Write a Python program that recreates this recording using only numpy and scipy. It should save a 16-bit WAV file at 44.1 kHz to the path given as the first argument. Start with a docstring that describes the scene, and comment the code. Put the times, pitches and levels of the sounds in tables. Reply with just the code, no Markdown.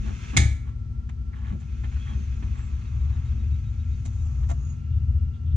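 """A deep rumble, as of a motor some way off, climbs slowly while a car's jacked-up rear wheel
is turned by hand in a driveway against a hissing brake.
The rumble is a set of rising tones over a dull grind; the brake is filtered noise with thin wavering squeals.
Once the slack in the gears closes with a loud clunk, made of noise bursts and ringing modes.
Light rubs, taps, knocks and faint chirps follow, over open air and a steady hum, heard at two microphone ports."""
import sys
import numpy as np
from scipy import signal
from scipy.fft import rfft, irfft, next_fast_len
from scipy.io import wavfile

SR = 44100
rng = np.random.default_rng(int(sys.argv[2]) if len(sys.argv) > 2 else 0)


def to_wav(sig):
    """Store sig (one row per channel, or 1-D mono) as 16-bit WAV at the path in sys.argv[1].

    Samples outside -1..1 are clipped; the rate is SR.
    """
    pcm = np.clip(np.atleast_2d(sig), -1, 1) * 32767
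    pcm = np.round(pcm).astype(np.int16)
    wavfile.write(sys.argv[1], SR, pcm.T)  # frames by channels


N = 245195
TIME = np.arange(N) / SR  # seconds


def from_db(db):
    """Decibels to amplitude gain."""
    return 10 ** (np.asarray(db) / 20)


def rms_one(x):
    """Scale to unit power."""
    return x / np.sqrt(np.mean(x ** 2) + 1e-20)


def at_hz(points, hz):
    """Read a frequency table, interpolating along log frequency."""
    table_hz, value = np.transpose(points)
    return np.interp(np.log(hz + 1e-3), np.log(table_hz), value)


def shaped(x, response):
    """Filter by a gain given as a function of frequency."""
    size = next_fast_len(N + SR // 10)
    hz = np.arange(size // 2 + 1) * SR / size
    return irfft(rfft(x, size) * response(hz), size)[..., :N]


def drift(rate_hz):
    """Slow random wander of unit power, fading out above the given rate."""
    return rms_one(shaped(rng.standard_normal(N), lambda hz: 1 / (1 + (hz / rate_hz) ** 2)))


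# How alike the two microphone sides are. Each row: frequency in Hz, likeness from 0 to 1.
LIKENESS = [(100, 1), (250, 0.4), (600, 0.52), (2200, 0.76), (5000, 0.35), (10000, 0.12)]


def noise(colour):
    """Stereo noise of unit power; a shared and an opposed part set how alike the sides are at each frequency."""
    gain = lambda hz: from_db(at_hz(colour, hz))
    alike = lambda hz: np.clip(at_hz(LIKENESS, hz), 0, 1)
    mid = shaped(rng.standard_normal(N), lambda hz: gain(hz) * np.sqrt(1 + alike(hz)))
    side = shaped(rng.standard_normal(N), lambda hz: gain(hz) * np.sqrt(1 - alike(hz)))
    return rms_one(mid + side * np.array([[1], [-1]]))


def split(x, edge_hz):
    """The parts below and above an edge."""
    low = shaped(x, lambda hz: 1 / (1 + (hz / edge_hz) ** 12))
    return low, x - low


def tone(hz):
    """A sine of unit power on a pitch curve."""
    return np.sqrt(2) * np.sin(2 * np.pi * np.cumsum(hz) / SR)


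def blow(start, rise, t60, hold=0):
    """Envelope that rises, holds and dies by 60 dB per t60; all times in seconds."""
    age = TIME - start
    decay_db = -60 * np.clip((age - hold) / t60, 0, 3)
    return np.clip(age / rise, 0, 1) * from_db(decay_db)


def swell(start, length):
    """A rounded envelope."""
    return np.sqrt(np.abs(np.sin(np.pi * np.clip((TIME - start) / length, 0, 1))))


def swell_and_fade(peak, rise, fall):
    """A soft-edged envelope with its own pace on each side of the peak."""
    distance = np.abs((TIME - peak) / np.where(TIME < peak, rise, fall)).clip(0, 6)
    return np.exp(-distance ** 2 / 2)


def swells(rows):
    """Sum of rounded envelopes from rows of start in seconds, length in seconds, level in dB."""
    return sum(from_db(db) * swell(start, length) for start, length, db in rows)


def ring(modes, start, rise):
    """Decaying sine modes set ringing at one moment."""
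    return sum(from_db(db) * blow(start, rise, t60) * np.sin(2 * np.pi * hz * (TIME - start))
               for hz, db, t60 in modes)


def underbody(x, ripple_db=3.5, ripple_hz=68.85):
    """Many short paths between floor pan and concrete, drawn as a random ripple in the spectrum."""
    steps = np.arange(0, SR, ripple_hz)
    ripple = rng.standard_normal(4096)[:len(steps)]
    return rms_one(shaped(x, lambda hz: from_db(ripple_db * np.interp(hz, steps, ripple))))


# Brake drum resonances. Each row: centre in Hz, width in Hz, lift in dB.
DRUM = [(872, 60, -0.5), (1570, 36, -1), (1850, 76, 4), (2136, 40, 6), (2560, 47, 4), (2700, 60, 5.5),
        (3320, 64, 1.5), (3850, 81, 2), (6280, 120, 3), (6830, 37, 6)]


def through_drum(x):
    """Rubbing noise picks up the narrow resonances of the drum and leaves from under the car."""
    lift_db = lambda hz: sum(db / (1 + (2 * (hz - centre) / width) ** 2) for centre, width, db in DRUM)
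    return underbody(shaped(x, lambda hz: from_db(lift_db(hz))))


# Dull grind in the rumble. Each row: frequency in Hz, relative spectral level in dB per Hz.
RUMBLE_COLOUR = [(20, -10.5), (38, -9.5), (48, -8.5), (60, 1.5), (100, 0.5), (135, -6), (165, -17),
                 (205, -14.5), (260, -27), (340, -29.5), (450, -36), (900, -75.5), (6000, -110)]
# Rumble level before the clunk. Each row: time in seconds, level in dB.
RUMBLE_BEFORE = [(0.0, -28.5), (0.02, -27.5), (0.138, -28.5), (0.158, -41.5), (0.35, -29.5)]
# Rumble level after the clunk. Each row: time in seconds, level in dB.
RUMBLE_AFTER = [(0.58, -31), (1.3, -32), (1.34, -39), (1.48, -26), (1.63, -39), (1.71, -29.5),
                (2.78, -26.5), (2.82, -38), (2.92, -26.5), (4.32, -26.5), (4.37, -23), (4.651, -29.5),
                (5.15, -25), (5.409, -32), (5.44, -26), (5.55, -18.5)]
# Tones of the rumble. Each row: multiple of the repeat rate, relative level in dB.
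RUMBLE_ORDERS = [(3, -18), (4, -5), (5, -3), (6, -15), (7, -15), (8, -13.5), (9, -20)]
# Single orders swell for a while. Each row: start in seconds, length in seconds, multiple, lift in dB.
SURGES = [(2.75, .45, 9, 7), (2.999, .45, 5, 2.5), (3.45, .4, 7, 5.5), (4.247, .42, 4, 5.5),
          (4.3, 0.6, 9, 9), (4.838, .48, 5, 7), (4.801, .5, 6, 11.5), (4.799, .5, 7, 4.5)]


def rumble(wobble=0.006, uneven_db=2.5, orders_db=-0.5, grind_db=-5.0, upper_db=-28.5):
    """Low orders of a slowly rising repeat rate surge one by one, over a dull grind."""
    rate_hz = 12.8 + .55 * TIME
    times, levels = np.transpose(np.vstack([RUMBLE_BEFORE, RUMBLE_AFTER]))
    level_db = np.interp(TIME, times, levels)
    orders = 0
    for order, db in RUMBLE_ORDERS:
        surge_db = sum(lift * swell(start, length) for start, length, multiple, lift in SURGES
                       if round(multiple) == round(order))
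        gain = from_db(db + surge_db + uneven_db * drift(7.7))
        orders = orders + gain * tone(round(order) * rate_hz * (1 + wobble * drift(5.26)))
    # the upper part of the grind keeps a steady level
    deep, upper = split(from_db(grind_db) * noise(RUMBLE_COLOUR), edge_hz=98)
    return from_db(level_db) * (from_db(orders_db) * orders + deep) + from_db(upper_db) * upper


def spin(start, pushed, stop, push_curve=1.4, coast_s=3.79, stop_t60_s=.3):
    """Drag builds during the push, falls evenly as the wheel coasts and dies when it is stopped."""
    push = np.clip((TIME - start) / (pushed - start), 0, 1) ** push_curve
    coast = np.clip(1 - (TIME - pushed) / coast_s, 0, 1)
    stop_db = -60 * np.clip((TIME - stop) / stop_t60_s, 0, 2)
    return push * coast * from_db(stop_db)


# Brake lining against drum. Each row: frequency in Hz, relative spectral level in dB per Hz.
DRAG_COLOUR = [(300, 2.5), (540, -10.5), (800, -7.5), (1000, -12.5), (1250, -2.5), (1900, -6), (3000, -6),
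               (3900, -11.5), (4600, -19), (5600, -16), (6600, -17), (7600, -26.5), (9000, -38.5),
               (12500, -47.5), (16000, -74.5)]
# The wheel brought up to speed. Each row: start in seconds, end of the push in seconds, stop in seconds,
# brake drag at full speed in dB.
SPINS = [(-0.5, 0.305, 0.39, -47.5), (1.15, 2.006, 8, -55.5)]
# The lining whispers high up as the wheel slows. Each row: start in seconds, length in seconds, level in dB.
WHISPERS = [(3.834, 1, -67)]
# Brake squeals. Each row: start in seconds, length in seconds, pitch in Hz, level in dB,
# hoarseness as pitch spread in Hz.
SQUEALS = [(1.99, 0.18, 3270, -59.5, 85), (2.159, 0.11, 6330, -67.5, 110), (2.54, 0.17, 7390, -66.5, 25),
           (4.1, 0.21, 7000, -66, 120), (4.082, 0.51, 760, -66, 57), (4.59, 0.17, 6680, -62.5, 14),
           (4.34, 1.25, 2815, -76.5, 11)]


def brake(rub_db=0.5, hiss_db=-10.5, grain_db=1.53, squeal_flutter_db=4.0):
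    """The lining rubs and hisses with the wheel's speed and now and then sings, falteringly, on one mode."""
    effort = sum(from_db(db) * spin(start, pushed, stop) for start, pushed, stop, db in SPINS)
    low, high = split(through_drum(noise(DRAG_COLOUR)), edge_hz=5570)
    rub = effort * from_db(rub_db + grain_db * drift(28)) * rms_one(low)
    hiss = np.hypot(effort * from_db(hiss_db), swells(WHISPERS)) * rms_one(high)
    waver = drift(350)
    grip = from_db(squeal_flutter_db * drift(60))
    squeals = sum(from_db(db) * swell(start, length) * tone(hz + spread * waver)
                  for start, length, hz, db, spread in SQUEALS)
    return rub + hiss + grip * squeals


# Gear clunk noise. Each row: frequency in Hz, relative spectral level in dB per Hz.
CLUNK_COLOUR = [(250, 0), (400, -6), (520, -9.5), (780, -3.5), (1000, -13.5), (1250, -7.5), (1850, -7),
                (2200, 3.5), (2600, -8), (2900, -10.5), (3450, -2.5), (5200, -11.5), (6600, -2.5),
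                (7200, -5), (8000, -14), (8600, -11), (11000, -35), (14000, -38), (16000, -47.5)]
# Low thump under the clunk. Each row: frequency in Hz, relative spectral level in dB per Hz.
THUMP_COLOUR = [(30, -19.5), (70, -1.5), (130, 1), (260, -12), (330, -9.5), (420, -20), (600, -44),
                (2000, -90.5)]
# Gear faces meet and bounce. Each row: time in seconds, relative level in dB, treble against middle in dB.
IMPACTS = [(0.3664, -2.5, -5.5), (0.3713, -3, -2), (0.3708, -3.5, 7), (0.3749, -6.5, -6.5)]
# Ringing housing and wheel. Each row: frequency in Hz, relative level in dB, t60 in seconds.
STEEL = [(666, -3, .4), (795, -2, .33), (1706, -7, .52), (1762, -3, 0.34), (1838, -6, 0.28),
         (2052, -8, 0.48), (2128, 2, .3), (2180, -2, .42), (2250, 0, .42), (2275, -4, .36),
         (2324, -4, 0.44), (2438, -8, .3), (3475, -7, 0.2), (3580, -5, .17), (4775, -9, .2),
         (6594, -2, .15), (6890, -5, .18)]
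# The gear's own clank, close beating modes. Each row: frequency in Hz, level in dB, t60 in seconds.
CLANK = [(2172, -17, .14), (2140, -20, .08), (2198, -21, .06)]
# Axle on its springs. Each row: frequency in Hz, level in dB, t60 in seconds.
AXLE = [(39, -24, .45), (70.85, -10, 0.72), (103, -16.5, 0.6), (124, -16.5, 0.49), (136.5, -21, 0.4),
        (177, -23.5, 0.34), (204.7, -23, 0.3), (272, -31.5, .25), (302, -32, 0.37), (322, -31, 0.24),
        (352.6, -34, 0.35)]


def clunk(crack_db=-14.0, near_db=-24.0, tail_db=-29.0, steel_db=-31.0, thump_db=-22.0):
    """Backlash closes: a bouncing crack, a clank, ringing steel, echoes under the body and a heavy shudder."""
    first = IMPACTS[0][0]
    middle, treble = split(noise(CLUNK_COLOUR), edge_hz=4300)
    crack = sum(from_db(db) * blow(s, 0.00068, 0.028) * (middle + from_db(treble_db) * treble)
                for s, db, treble_db in IMPACTS)
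    echoes = underbody(noise(CLUNK_COLOUR), ripple_db=4.0, ripple_hz=40.14)
    low, high = split(echoes, edge_hz=3300)
    near = from_db(near_db) * blow(first, 0.0023, 0.19) * echoes
    tail = from_db(tail_db) * (blow(first, 0.0028, 0.53) * low + blow(first, 0.0056, 0.43) * high)
    thump = from_db(thump_db) * blow(first, 0.0066, 0.28) * noise(THUMP_COLOUR)
    steel = from_db(steel_db) * ring(STEEL, first, 0.0037)
    clank = ring(CLANK, first, 0.0032)
    shudder = ring(AXLE, first, 0.012)
    return from_db(crack_db) * crack + near + tail + thump + steel + clank + shudder


# Contact noise at the wheel. Each row: frequency in Hz, relative spectral level in dB per Hz.
SCUFF_COLOUR = [(130, 1), (230, 8), (330, 1.5), (480, -10.5), (680, -2), (1100, -3), (1800, -4.5),
                (3500, -14), (4800, -23.5), (6800, -11), (9000, -31), (13000, -47.5), (16000, -66.5)]


def grit(grain_db=2.5):
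    """Gritty contact noise as thud, middle and treble."""
    grains = from_db(grain_db * drift(250))
    thud, rest = split(rms_one(through_drum(noise(SCUFF_COLOUR)) * grains), edge_hz=740)
    middle, treble = split(rest, edge_hz=4200)
    return thud, middle, treble


# The hand slides over the tyre. Each row: peak in seconds, rise in seconds, fall in seconds, relative level in dB,
# thud against the middle in dB.
RUBS = [(0.08, .02, 0.033, -47, 3), (0.345, .012, .02, -43, 3), (0.69, 0.025, .025, -53, -7.5),
        (1.365, 0.025, 0.041, -53.5, -9.5), (1.495, 0.04, .035, -47.5, -0.5),
        (1.625, 0.023, 0.024, -59.5, 0), (1.97, 0.0091, .02, -56.5, -6), (2.099, 0.03, 0.033, -46.5, -5.5),
        (2.45, .012, 0.028, -55, -7.5), (2.576, 0.02, .05, -50.5, -10), (3.13, 0.03, 0.063, -53.5, 1)]


def rubs(treble_db=-10.0, scrape_db=0.5):
    """Each slide of the hand swells and fades, scraping unevenly."""
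    thud, middle, treble = grit()
    scrape = rms_one(from_db(scrape_db * drift(70)))
    bright = middle + from_db(treble_db) * treble
    return scrape * sum(from_db(db) * swell_and_fade(s, rise, fall) * (from_db(thud_db) * thud + bright)
                        for s, rise, fall, db, thud_db in RUBS)


# Light taps of hand and wheel. Each row: start in seconds, length in seconds, relative level in dB,
# treble against the middle in dB, thud against the middle in dB.
TAPS = [(1.0893, 0.006, -43.5, -7.5, -12), (1.599, 0.017, -58, 7.5, 1.5), (1.834, 0.021, -43.5, -10.5, 1),
        (1.913, .014, -48.5, -12, -9), (2.423, 0.016, -46, -21.5, 0), (3.253, 0.018, -56, 0, 1),
        (4.051, 0.014, -45.5, 7, 2.5), (4.428, 0.014, -50, -8, -3.5), (4.487, 0.013, -47.5, 6.5, 0.5),
        (4.499, 0.02, -47, 4.5, 1)]


def taps(attack_s=0.0028, tail_t60=0.082):
    """Short sharp contacts, each with a brief tail under the car."""
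    thud, middle, treble = grit()
    out = 0
    for start, length, db, treble_db, thud_db in TAPS:
        contact = from_db(thud_db) * thud + middle + from_db(treble_db) * treble
        out = out + from_db(db) * blow(start, attack_s, tail_t60, hold=length) * contact
    return out


# The wheel knocks lightly against its play. Each row: time in seconds, level in dB.
KNOCKS = [(4.056, -55), (4.064, -54.5), (4.497, -42.5), (4.504, -53), (4.513, -42), (4.519, -48.5),
          (4.526, -59)]
# Hub modes. Each row: frequency in Hz, relative level in dB, t60 in seconds.
HUB = [(302, -9, 0.091), (623, -1.5, 0.06), (680, 0, 0.08), (795, -1.5, 0.06), (962, -3.5, 0.046),
       (1147, -5.5, 0.05), (1357, -5, 0.082), (1740, -7, 0.023), (2143, -5.5, 0.03)]


def knocks(uneven_db=5.0):
    """Each light knock rings the hub, every mode with a random strength of its own."""
    chance = uneven_db * rng.standard_normal((len(KNOCKS), len(HUB)))
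    out, age = np.zeros(N), np.arange(SR // 4) / SR
    for (s, db), extra_db in zip(KNOCKS, chance):
        at = round(s * SR)
        for (hz, mode_db, t60), extra in zip(HUB, extra_db):
            decay = from_db(db + mode_db + extra - 60 * age / t60)
            out[at:at + len(age)] += decay * np.sin(2 * np.pi * hz * age)
    return out


# The tyre drums hollowly. Each row: start in seconds, length in seconds, level in dB.
BOOMS = [(0.0, 0.14, -35), (0.332, 0.043, -28.5), (1.506, 0.07, -33), (2.094, .15, -39.5),
         (2.376, 0.15, -44), (3.312, 0.17, -40.5), (5.092, 0.064, -43.5)]
# Air inside the tyre. Each row: frequency in Hz, relative spectral level in dB per Hz.
BOOM_COLOUR = [(60, -6.5), (140, -2.5), (185, -6.5), (208, 7), (232, -8), (330, -14.5), (480, -23.5),
               (700, -30.5), (1500, -58), (6000, -96)]


def booms():
    """The air in the tyre answers with short hollow swells."""
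    return noise(BOOM_COLOUR) * swells(BOOMS)


# The skin catches on the rubber and slips. Each row: peak in seconds, level in dB.
CATCHES = [(1.339, -50.5), (1.452, -54), (1.972, -53.5), (2.077, -51.5), (2.556, -57)]
# Skin on rubber. Each row: frequency in Hz, relative spectral level in dB per Hz.
CATCH_COLOUR = [(400, -22), (900, -11), (1800, 4.5), (2600, -13), (4000, -26.5), (9000, -54)]


def catches(rise_s=0.0064, fall_s=0.0076):
    """Brief soft scrapes as skin catches and slips."""
    envelope = sum(from_db(db) * swell_and_fade(s, rise_s, fall_s) for s, db in CATCHES)
    return through_drum(noise(CATCH_COLOUR)) * envelope


# The coasting wheel murmurs hoarsely. Each row: start in seconds, length in seconds, level in dB.
ROLLS = [(2.249, 1.3, -62), (4.073, 0.72, -61.5)]
# Murmur of the rolling wheel. Each row: frequency in Hz, relative spectral level in dB per Hz.
ROLL_COLOUR = [(400, -15), (620, -4.5), (780, -8), (900, -3), (1200, -9), (1700, -17.5), (3000, -29.5),
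               (9000, -66)]


def rolling(uneven_db=-1.0):
    """The coasting wheel murmurs unevenly in the middle range."""
    return through_drum(noise(ROLL_COLOUR)) * from_db(uneven_db * drift(18)) * swells(ROLLS)


def chirps(chirp_db=-67.5, uneven_db=1.5, pitch_hz=3775, waver_hz=50, count=13):
    """A faint, hoarse squeak repeats evenly, strongest halfway through its run."""
    first_s, every_s, length_s = 2.588, .1325, .05
    beats = sum(swell(first_s + every_s * k, length_s) for k in range(count))
    arch = swell(first_s, every_s * (count + 1))
    level = from_db(chirp_db + uneven_db * drift(60))
    return level * arch * beats * tone(pitch_hz + waver_hz * drift(200))


# Soft high rustles. Each row: start in seconds, length in seconds, level in dB.
RUSTLES = [(4.906, 0.1, -70), (5.331, .05, -64), (5.458, 0.045, -65.5), (5.503, 0.038, -65)]


def rustles():
    """Faint narrow swishes as the hand comes back to the wheel."""
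    colour = [(1800, -29), (2700, -8.5), (3600, -3.5), (4600, -35.5), (9000, -57.0)]  # Hz, dB per Hz
    return noise(colour) * swells(RUSTLES)


# Open air in the driveway. Each row: frequency in Hz, relative spectral level in dB per Hz.
AIR_COLOUR = [(180, -27.5), (300, -1.5), (582, -10), (777, -4.5), (1250, -11.5), (1350, 0.5), (1430, -12),
              (2680, -13.5), (3630, -18.5), (6470, -19.5), (9410, -34), (12200, -56), (18000, -80.5)]
# Steady hum. Each row: frequency in Hz, level in dB, pitch wander in Hz.
HUM = [(234.4, -52.5, 1.7), (1350.7, -67, 4)]


def driveway(air_db=-64.0):
    """Open air as steady noise, and a hum of slightly wandering tones."""
    hum = sum(from_db(db) * tone(hz + wander * drift(32)) for hz, db, wander in HUM)
    return from_db(air_db) * noise(AIR_COLOUR) + hum


# Phase between the microphone ports. Each row: frequency in Hz, lead of the left in radians.
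PORT_PHASE = [(20, 0.1), (130, -0.1), (260, -0.9), (400, -1.9), (520, -3.2), (780, -4.2), (1380, -4.6),
              (2300, -5.3), (3800, -5.8), (5500, -7.6), (6300, -6.5), (7000, -9), (9000, -9.6)]
# Balance of the microphone ports. Each row: frequency in Hz, left against right in dB.
PORT_BALANCE = [(60, 3), (170, 3), (320, -1.5), (560, -2.5), (1000, -2), (2500, -1.5), (5100, -2.5),
                (7000, -6), (9000, -6.5)]


def scene():
    """All sources, reaching the two microphone ports with different level and phase."""
    running = rumble() + brake() + rolling() + chirps()
    handling = rubs() + catches() + taps() + booms() + knocks() + rustles()
    sound = running + handling + clunk() + driveway()
    half_db = lambda hz: at_hz(PORT_BALANCE, hz) / 2
    left = shaped(sound[0], lambda hz: from_db(half_db(hz)) * np.exp(1j * at_hz(PORT_PHASE, hz)))
    right = shaped(sound[1], lambda hz: from_db(-half_db(hz)))
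    return np.array([left, right])


def record(dry, top=1.0, cutoff_hz=16000):
    """The microphone rounds the highest peaks and the top of the spectrum is cut steeply."""
    rounded = dry / (1 + (dry / top) ** 4) ** (1 / 4)
    lowpass = signal.ellip(8, .1, 70, cutoff_hz, fs=SR, output="sos")  # ripple .1 dB, stopband 70 dB down
    return signal.sosfilt(lowpass, rounded)


dry = scene()
out = record(dry)
to_wav(out)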